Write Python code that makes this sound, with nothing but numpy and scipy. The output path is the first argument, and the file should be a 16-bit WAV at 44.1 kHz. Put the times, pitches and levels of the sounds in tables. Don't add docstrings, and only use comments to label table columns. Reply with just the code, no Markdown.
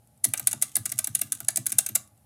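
import sys
import numpy as np
from scipy import signal
from scipy.fft import rfft, irfft
from scipy.io import wavfile
from scipy.ndimage import uniform_filter1d

SR = 44100
rng = np.random.default_rng(int(sys.argv[2]) if len(sys.argv) > 2 else 0)


def pcm_store(signal):
    levels = np.round(np.clip(np.atleast_2d(signal), -1, 1) * 32767)
    wavfile.write(sys.argv[1], SR, levels.astype(np.int16).T)


N = 99225

# hollow_hz, hollow_boost_db, crack_hz
BAR_PRESSES = [(0.25, -19.5, 6, -24.5, -25, 0.0011, -8.5, -40.5, -36, 1980, 15, 11900),
               (0.3962, -28.5, 7.5, -16, -20, 0.0014, -21, -49.5, -43.5, 1440, 7, 12400),
               (0.5292, -25, 5, -17, -18, 0.00081, 21, -44.5, -44, 1370, 6, 10700),
               (0.7659, -20, 15, -22, -25.5, 0.00054, 12, -44.5, -37, 1900, 6, 11700),
               (0.9185, -26.5, 4, -15.5, -26.5, 0.0028, 5, -49.5, -40, 1900, 5, 5650),
               (1.072, -26.5, 7, -18, -25.5, 0.00092, -1.5, -45.5, -39.5, 2150, -0.5, 13600),
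               (1.2156, -21, 7, -18, -27.5, 0.00077, 15, -46, -43.5, 2120, -0.5, 13500),
               (1.4037, -34, 6, -13.5, -18.5, 0.0012, -21, -52, -43, 1320, 11.5, 13300),
               (1.571, -21, 0, -20.5, -22.5, 0.0019, 1.5, -41.5, -37, 2080, 8, 12000),
               (1.7204, -23.5, 4, -18, -30, 0.0046, -2, -43.5, -40.5, 2290, 7, 5500),
               (1.889, -31.5, 9, -17.5, -24, 0.0031, -3, -46.5, -43, 2780, 6.5, 12100)]
# start_s, level_db, bright_db, shell_db, case_db, second_lag_s,
# second_db, build_s, hollow_hz, hollow_boost_db, crack_hz
BAR_RELEASES = [(0.3371, -21.5, 6.5, -11.5, -21.5, 0.0009, -18, 0.00058, 2330, 7.5, 8950),
                (0.472, -14, 7, -22.5, -35.5, 0.0056, -19, 0.0004, 2340, 3, 9400),
                (0.6233, -17, 1, -21, -30, 0.0019, -0.5, 0.00055, 2050, 6, 9120),
                (0.8564, -24, 2.5, -16.5, -31, 0.0039, 1, 0.0007, 1600, 1, 7400),
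                (0.9891, -19.5, 4.5, -18.5, -28, 0.0022, -5, 0.00063, 2760, 1, 10400),
                (1.151, -18, 4.5, -22.5, -40.5, 0.0037, -4.5, 0.00079, 3050, 5.5, 10470),
                (1.3214, -21, 4, -21, -41, 0.006, -6.5, 0.00038, 2780, -0.5, 9550),
                (1.4832, -16.5, 2, -19, -25.5, 0.0022, 11, 0.0004, 1700, 7, 10500),
                (1.6655, -20.5, 6, -21, -41.5, 0.0025, -0.5, 0.0005, 1590, 1.5, 10350),
                (1.7856, -12, 2.5, -23, -29.5, 0.0025, -0.5, 0.00077, 1400, 6, 7860),
                (1.9543, -15.9, 3, -19.5, -28, 0.0039, -1, 0.0014, 1206, 6, 7230)]
# start_s, level_db, bright_db, shell_db, build_s, hollow_hz, hollow_boost_db, crack_hz
FINGER_SLAPS = [(0.2436, -16.5, 4.5, -21.5, 0.0014, 2040, 13.5, 10200),
                (0.7561, -20, -1, -21.5, 0.0011, 2100, 12, 9400),
                (1.0446, -24.5, 2.5, -23.5, 0.001, 2520, 8, 6760),
                (1.5598, -23.5, -3, -26, 0.00054, 2314, 5, 9250)]
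# start_s, level_db, bright_db, build_s, crack_hz
SLACK_TICKS = [(0.073, -63.5, 6, 0.0002, 8000), (0.176, -65.5, 0, 0.0002, 8000),
               (0.288, -43, 15, 0.0002, 13000), (0.377, -31, -3, 0.0023, 6050),
               (0.381, -39, -2, 0.0003, 6200), (0.479, -28.5, 0, 0.00046, 9100),
               (0.513, -33.5, 0, 0.0013, 5900), (0.517, -32, 0, 0.0003, 6600),
               (0.616, -35, -2, 0.0002, 7000), (0.6315, -31, 8, 0.00033, 6200),
               (0.8936, -39.5, -9, 0.0002, 5800), (0.8994, -38, -1, 0.0007, 5800),
               (0.9801, -37, -2, 0.0002, 7500), (1.1935, -33.5, 1, 0.0023, 8600),
               (1.2134, -31.5, 1, 0.00043, 8650), (1.352, -38.5, 1.5, 0.002, 8900),
               (1.4475, -44, 5, 0.0012, 10400), (1.506, -38.5, 5, 0.0004, 8900),
               (1.658, -37, 9, 0.0003, 10300), (1.6957, -38, 0, 0.0014, 6250),
               (1.7028, -37.5, 0.5, 0.00035, 7020), (1.808, -37, 11, 0.00047, 10300),
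               (1.8634, -28, 0, 0.00063, 6150), (1.8656, -29, -3, 0.00035, 8900),
               (2.075, -59.5, 4, 0.00024, 10100), (2.176, -66, 1.5, 0.00017, 8000)]
# pitch_hz, width_hz, gain_db
BAR_RINGS = [(660, 66, -4), (767, 160, -5), (1248, 133, -1.5), (1594, 184, 6), (2044, 216, 4),
             (2323, 130, 4), (2802, 257, 5.5), (3764, 660, -1), (6533, 69, 3.5), (6720, 200, -1),
             (7830, 160, 1.5), (8300, 200, -9), (9810, 520, 5.5), (12600, 310, -18)]
# pitch_hz, gain_db
CRACK_TONE = [(450, -11.5), (700, -6), (1000, -21), (1500, -14), (3200, -5), (5000, -7), (6500, 0),
              (8000, 2), (10400, 0), (11500, -4), (13500, -4), (15800, -24.5)]
# low_hz, high_hz
CLACK_BANDS = [(600, 950), (1080, 2950), (3300, 5200), (5200, 9200), (9200, 17000)]
# pitch_hz, gain_db, delay_s, rise_s, decay_s
KNOCK_RINGS = [(298, 2.5, .005, 0.0055, 0.016), (234.5, 2, 0.002, 0.017, 0.023),
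               (201.3, 0, 0.0019, 0.0095, 0.034), (381.6, -0.5, 0.0024, 0.00093, 0.0066)]
# pitch_hz, gain_db, delay_s, rise_s, decay_s
BOOM_RINGS = [(121.7, 0, 0.0094, 0.034, 0.0085), (141.5, -11.5, .008, 0.026, 0.068),
              (94.7, -13.5, .018, 0.016, 0.052)]
# pitch_hz, gain_db, fade_s
ROOM_TAIL = [(120.3, -9, 0.38), (302, -4, 0.51), (626, -11, 0.33), (910, -12, 0.23), (1090, -3, 0.37),
             (1440, -9.5, 0.29), (2280, -12.5, 0.2), (4030, -12, 0.24), (7940, -17, 0.22),
             (13400, -20, 0.2)]
# pitch_hz, gain_db
BACKGROUND_TONE = [(25, -40.5), (38, -38), (55, -4.5), (108, 7), (170, -6), (230, -4), (380, -20.5),
                   (620, -11), (740, -16), (820, -10), (950, -23.5), (2500, -29.5), (6000, -30.5),
                   (8500, -26.5), (9800, -17.5), (10800, -23.5), (12000, -20.5), (16000, -43.5)]

CLACK_SAMPLES, LEAD_S = 4096, .012
CHATTER_DECAY_S, CRACK_DECAY_S, BUZZ_DECAY_S = .00141, .0027, .0073
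PRESS_BUILD_S, SECOND_BUILD_S, BUZZ_BUILD_S = .00034, .0006, .0012
GRAIN_DB, DETUNE_HZ = 4, 35
CRACK_DB, BUZZ_DB, SNAP_DB = 3, -22, -21
LIGHT_CASE_DB, LIGHT_LAG_S, LIGHT_SECOND_DB = -33.5, .0012, -24


def gain(db):
    return 10 ** (np.asarray(db) / 20)


def at_level(x, db, burst_s=.01):
    return x * gain(db) * np.sqrt(burst_s * SR / np.sum(x ** 2))


def tone_db(table, hz):
    pitches, gains_db = np.array(table).T
    return np.interp(np.log(hz + 1), np.log(pitches), gains_db)


def hump_db(hz, centre_hz, db, width):
    return db * np.exp(-(np.log((hz + 1) / centre_hz) / width) ** 2)


def tone_filter(db):
    cepstrum = irfft(np.log(gain(db)))
    half = len(cepstrum) // 2
    cepstrum[1:half] *= 2
    cepstrum[half + 1:] = 0
    return np.exp(rfft(cepstrum))


def add(out, x, start_s):
    i = max(int(round(start_s * SR)), 0)
    out[i:i + len(x)] += x[:max(len(out) - i, 0)]


def background(noise_db=-62, whine_hz=834, whine_db=-79.5):
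    hz = np.arange(N // 2 + 1) * SR / N
    noise = irfft(rfft(rng.standard_normal(N)) * gain(tone_db(BACKGROUND_TONE, hz)), N)
    whine = np.sqrt(2) * np.sin(2 * np.pi * whine_hz * np.arange(N) / SR)
    return gain(noise_db) * noise / np.std(noise) + gain(whine_db) * whine


def landing(t, build_s, decay_s):
    return np.exp(np.minimum(t, 0) / build_s - np.maximum(t, 0) / decay_s)


def clack(level_db, bright_db, shell_db, case_db, second_lag_s, second_db, build_s,
          hollow_hz, hollow_boost_db, crack_hz):
    n = CLACK_SAMPLES
    t = np.arange(n) / SR - LEAD_S
    hz = np.arange(n // 2 + 1) * SR / n
    grains = rng.choice([-1, 1], n) * gain(GRAIN_DB * np.clip(rng.standard_normal(n), -2, 2))
    ring = 0
    for pitch_hz, width_hz, db in BAR_RINGS:
        pitch_hz *= 1 + min(DETUNE_HZ / pitch_hz, .04) * rng.standard_normal()
        damping = 1j * hz * width_hz
        ring = ring + gain(db) * damping / (pitch_hz ** 2 - hz ** 2 + damping)
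    crack = gain(CRACK_DB) * tone_filter(tone_db(CRACK_TONE, hz))
    spot = tone_filter(hump_db(hz, hollow_hz, hollow_boost_db, width=.14)
                       + hump_db(hz, crack_hz, db=6, width=.078))
    buzz = gain(BUZZ_DB) * landing(t, BUZZ_BUILD_S, BUZZ_DECAY_S)

    def force(delay_s, decay_s):
        first = landing(t - delay_s, build_s, decay_s)
        second = gain(second_db) * landing(t - delay_s - second_lag_s, SECOND_BUILD_S, decay_s)
        return rfft(grains * np.sqrt(first ** 2 + buzz ** 2 + second ** 2))

    def band(edges_hz, db, delay_s=0, decay_s=None):
        ringing = ring * force(delay_s, decay_s or CHATTER_DECAY_S)
        cracking = crack * force(delay_s, decay_s or CRACK_DECAY_S)
        band_pass = signal.butter(4, edges_hz, "band", fs=SR, output="sos")
        return at_level(signal.sosfilt(band_pass, irfft(spot * (ringing + cracking))), db)

    case_hz, shell_hz, snap_hz, low_treble_hz, high_treble_hz = CLACK_BANDS
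    treble = at_level(band(low_treble_hz, 0) + band(high_treble_hz, bright_db), level_db)
    shell = band(shell_hz, level_db + shell_db, delay_s=.00012, decay_s=.005)
    snap = band(snap_hz, level_db + SNAP_DB, decay_s=.006)
    knock = band(case_hz, level_db + case_db, delay_s=.0017, decay_s=.0034)
    return treble + shell + snap + knock


def ticks():
    out = np.zeros(N)
    for start_s, level_db, bright_db, build_s, crack_hz in SLACK_TICKS:
        tick = clack(level_db, bright_db, shell_db=-18, case_db=LIGHT_CASE_DB,
                     second_lag_s=LIGHT_LAG_S, second_db=LIGHT_SECOND_DB, build_s=build_s,
                     hollow_hz=2800, hollow_boost_db=3, crack_hz=crack_hz)
        add(out, tick, start_s - LEAD_S)
    return out


def echo_tail(rise_s=.004):
    n = 4 * CLACK_SAMPLES
    t = np.arange(n) / SR
    hz = np.arange(n // 2 + 1) * SR / n
    noise = rfft(rng.standard_normal(n))
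    log_pitches = np.log([row[0] for row in ROOM_TAIL])
    tail = 0
    for this_row, (_, db, fade_s) in zip(np.eye(len(ROOM_TAIL)), ROOM_TAIL):
        band = irfft(noise * np.interp(np.log(hz + 1), log_pitches, this_row))
        fade = np.minimum(t / rise_s, 1) * np.exp(-np.log(1000) * t / fade_s)
        tail = tail + gain(db) * band * fade / np.sqrt(np.sum(fade ** 2))
    return tail


def room(x, tails=5, hand_move_s=.1103, wall_s=.018, wall_db=-24.5):
    out = x.copy()
    hand_place = np.arange(N) / SR / hand_move_s
    for k in range(tails):
        share = np.clip(1 - np.abs((hand_place - k) % tails - 1), 0, 1)
        out += signal.fftconvolve(x * np.sin(np.pi / 2 * share), echo_tail())[:N]
    add(out, gain(wall_db) * x, wall_s)
    return out


def rubbing(level_db=-56, uneven_db=6, grain_samples=128):
    hz = np.arange(N // 2 + 1) * SR / N
    grains = gain(uneven_db * np.minimum(rng.exponential(size=N // grain_samples + 1), 3))
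    roughness = uniform_filter1d(np.repeat(grains, grain_samples), grain_samples)[:N]
    rub = irfft(rfft(roughness * rng.standard_normal(N)) * gain(tone_db(CRACK_TONE, hz)), N)
    at_work = np.interp(np.arange(N) / SR, [.24, .3, 1.9, 1.96], [0, 1, 1, 0])
    return rub / np.std(rub) * gain(level_db) * at_work


def slaps():
    out = np.zeros(N)
    for start_s, level_db, bright_db, shell_db, build_s, *tone in FINGER_SLAPS:
        slap = clack(level_db, bright_db, shell_db, LIGHT_CASE_DB, LIGHT_LAG_S, LIGHT_SECOND_DB,
                     build_s, *tone)
        add(out, slap, start_s - LEAD_S)
    return out


def presses():
    out = np.zeros(N)
    for start_s, *blow, knock_db, boom_db, hollow_hz, hollow_boost_db, crack_hz in BAR_PRESSES:
        add(out, clack(*blow, PRESS_BUILD_S, hollow_hz, hollow_boost_db, crack_hz), start_s - LEAD_S)
        add(out, desk(KNOCK_RINGS, knock_db) + desk(BOOM_RINGS, boom_db), start_s)
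    return out


def desk(rings, level_db, low_cut_hz=55):
    t = np.arange(8 * CLACK_SAMPLES) / SR
    out = 0
    for pitch_hz, db, delay_s, rise_s, decay_s in rings:
        age = np.maximum(t - delay_s, 0)
        swell = np.sin(np.pi / 2 * np.minimum(age / rise_s, 1)) ** 2
        fade = np.exp(-np.maximum(age - rise_s, 0) / decay_s)
        pitch_hz *= 1 + .03 * rng.standard_normal()
        out = out + gain(db) * swell * fade * np.sin(2 * np.pi * (pitch_hz * age + rng.random()))
    low_cut = signal.butter(2, low_cut_hz, "high", fs=SR, output="sos")
    return at_level(signal.sosfilt(low_cut, out), level_db)


def releases(knock_db=-52.5, boom_db=-50.5):
    out = np.zeros(N)
    for start_s, *blow in BAR_RELEASES:
        add(out, clack(*blow), start_s - LEAD_S)
        add(out, desk(KNOCK_RINGS, knock_db) + desk(BOOM_RINGS, boom_db), start_s)
    return out


def scene():
    spacebar = presses() + releases() + slaps() + ticks() + rubbing()
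    return (room(spacebar) + background())[None]


def record(dry):
    ceiling, top_hz = .75, 16000
    rounded = dry / (1 + (dry / ceiling) ** 4) ** (1 / 4)
    return signal.sosfilt(signal.ellip(8, .2, 80, top_hz, fs=SR, output="sos"), rounded)


dry = scene()
out = record(dry)
pcm_store(out)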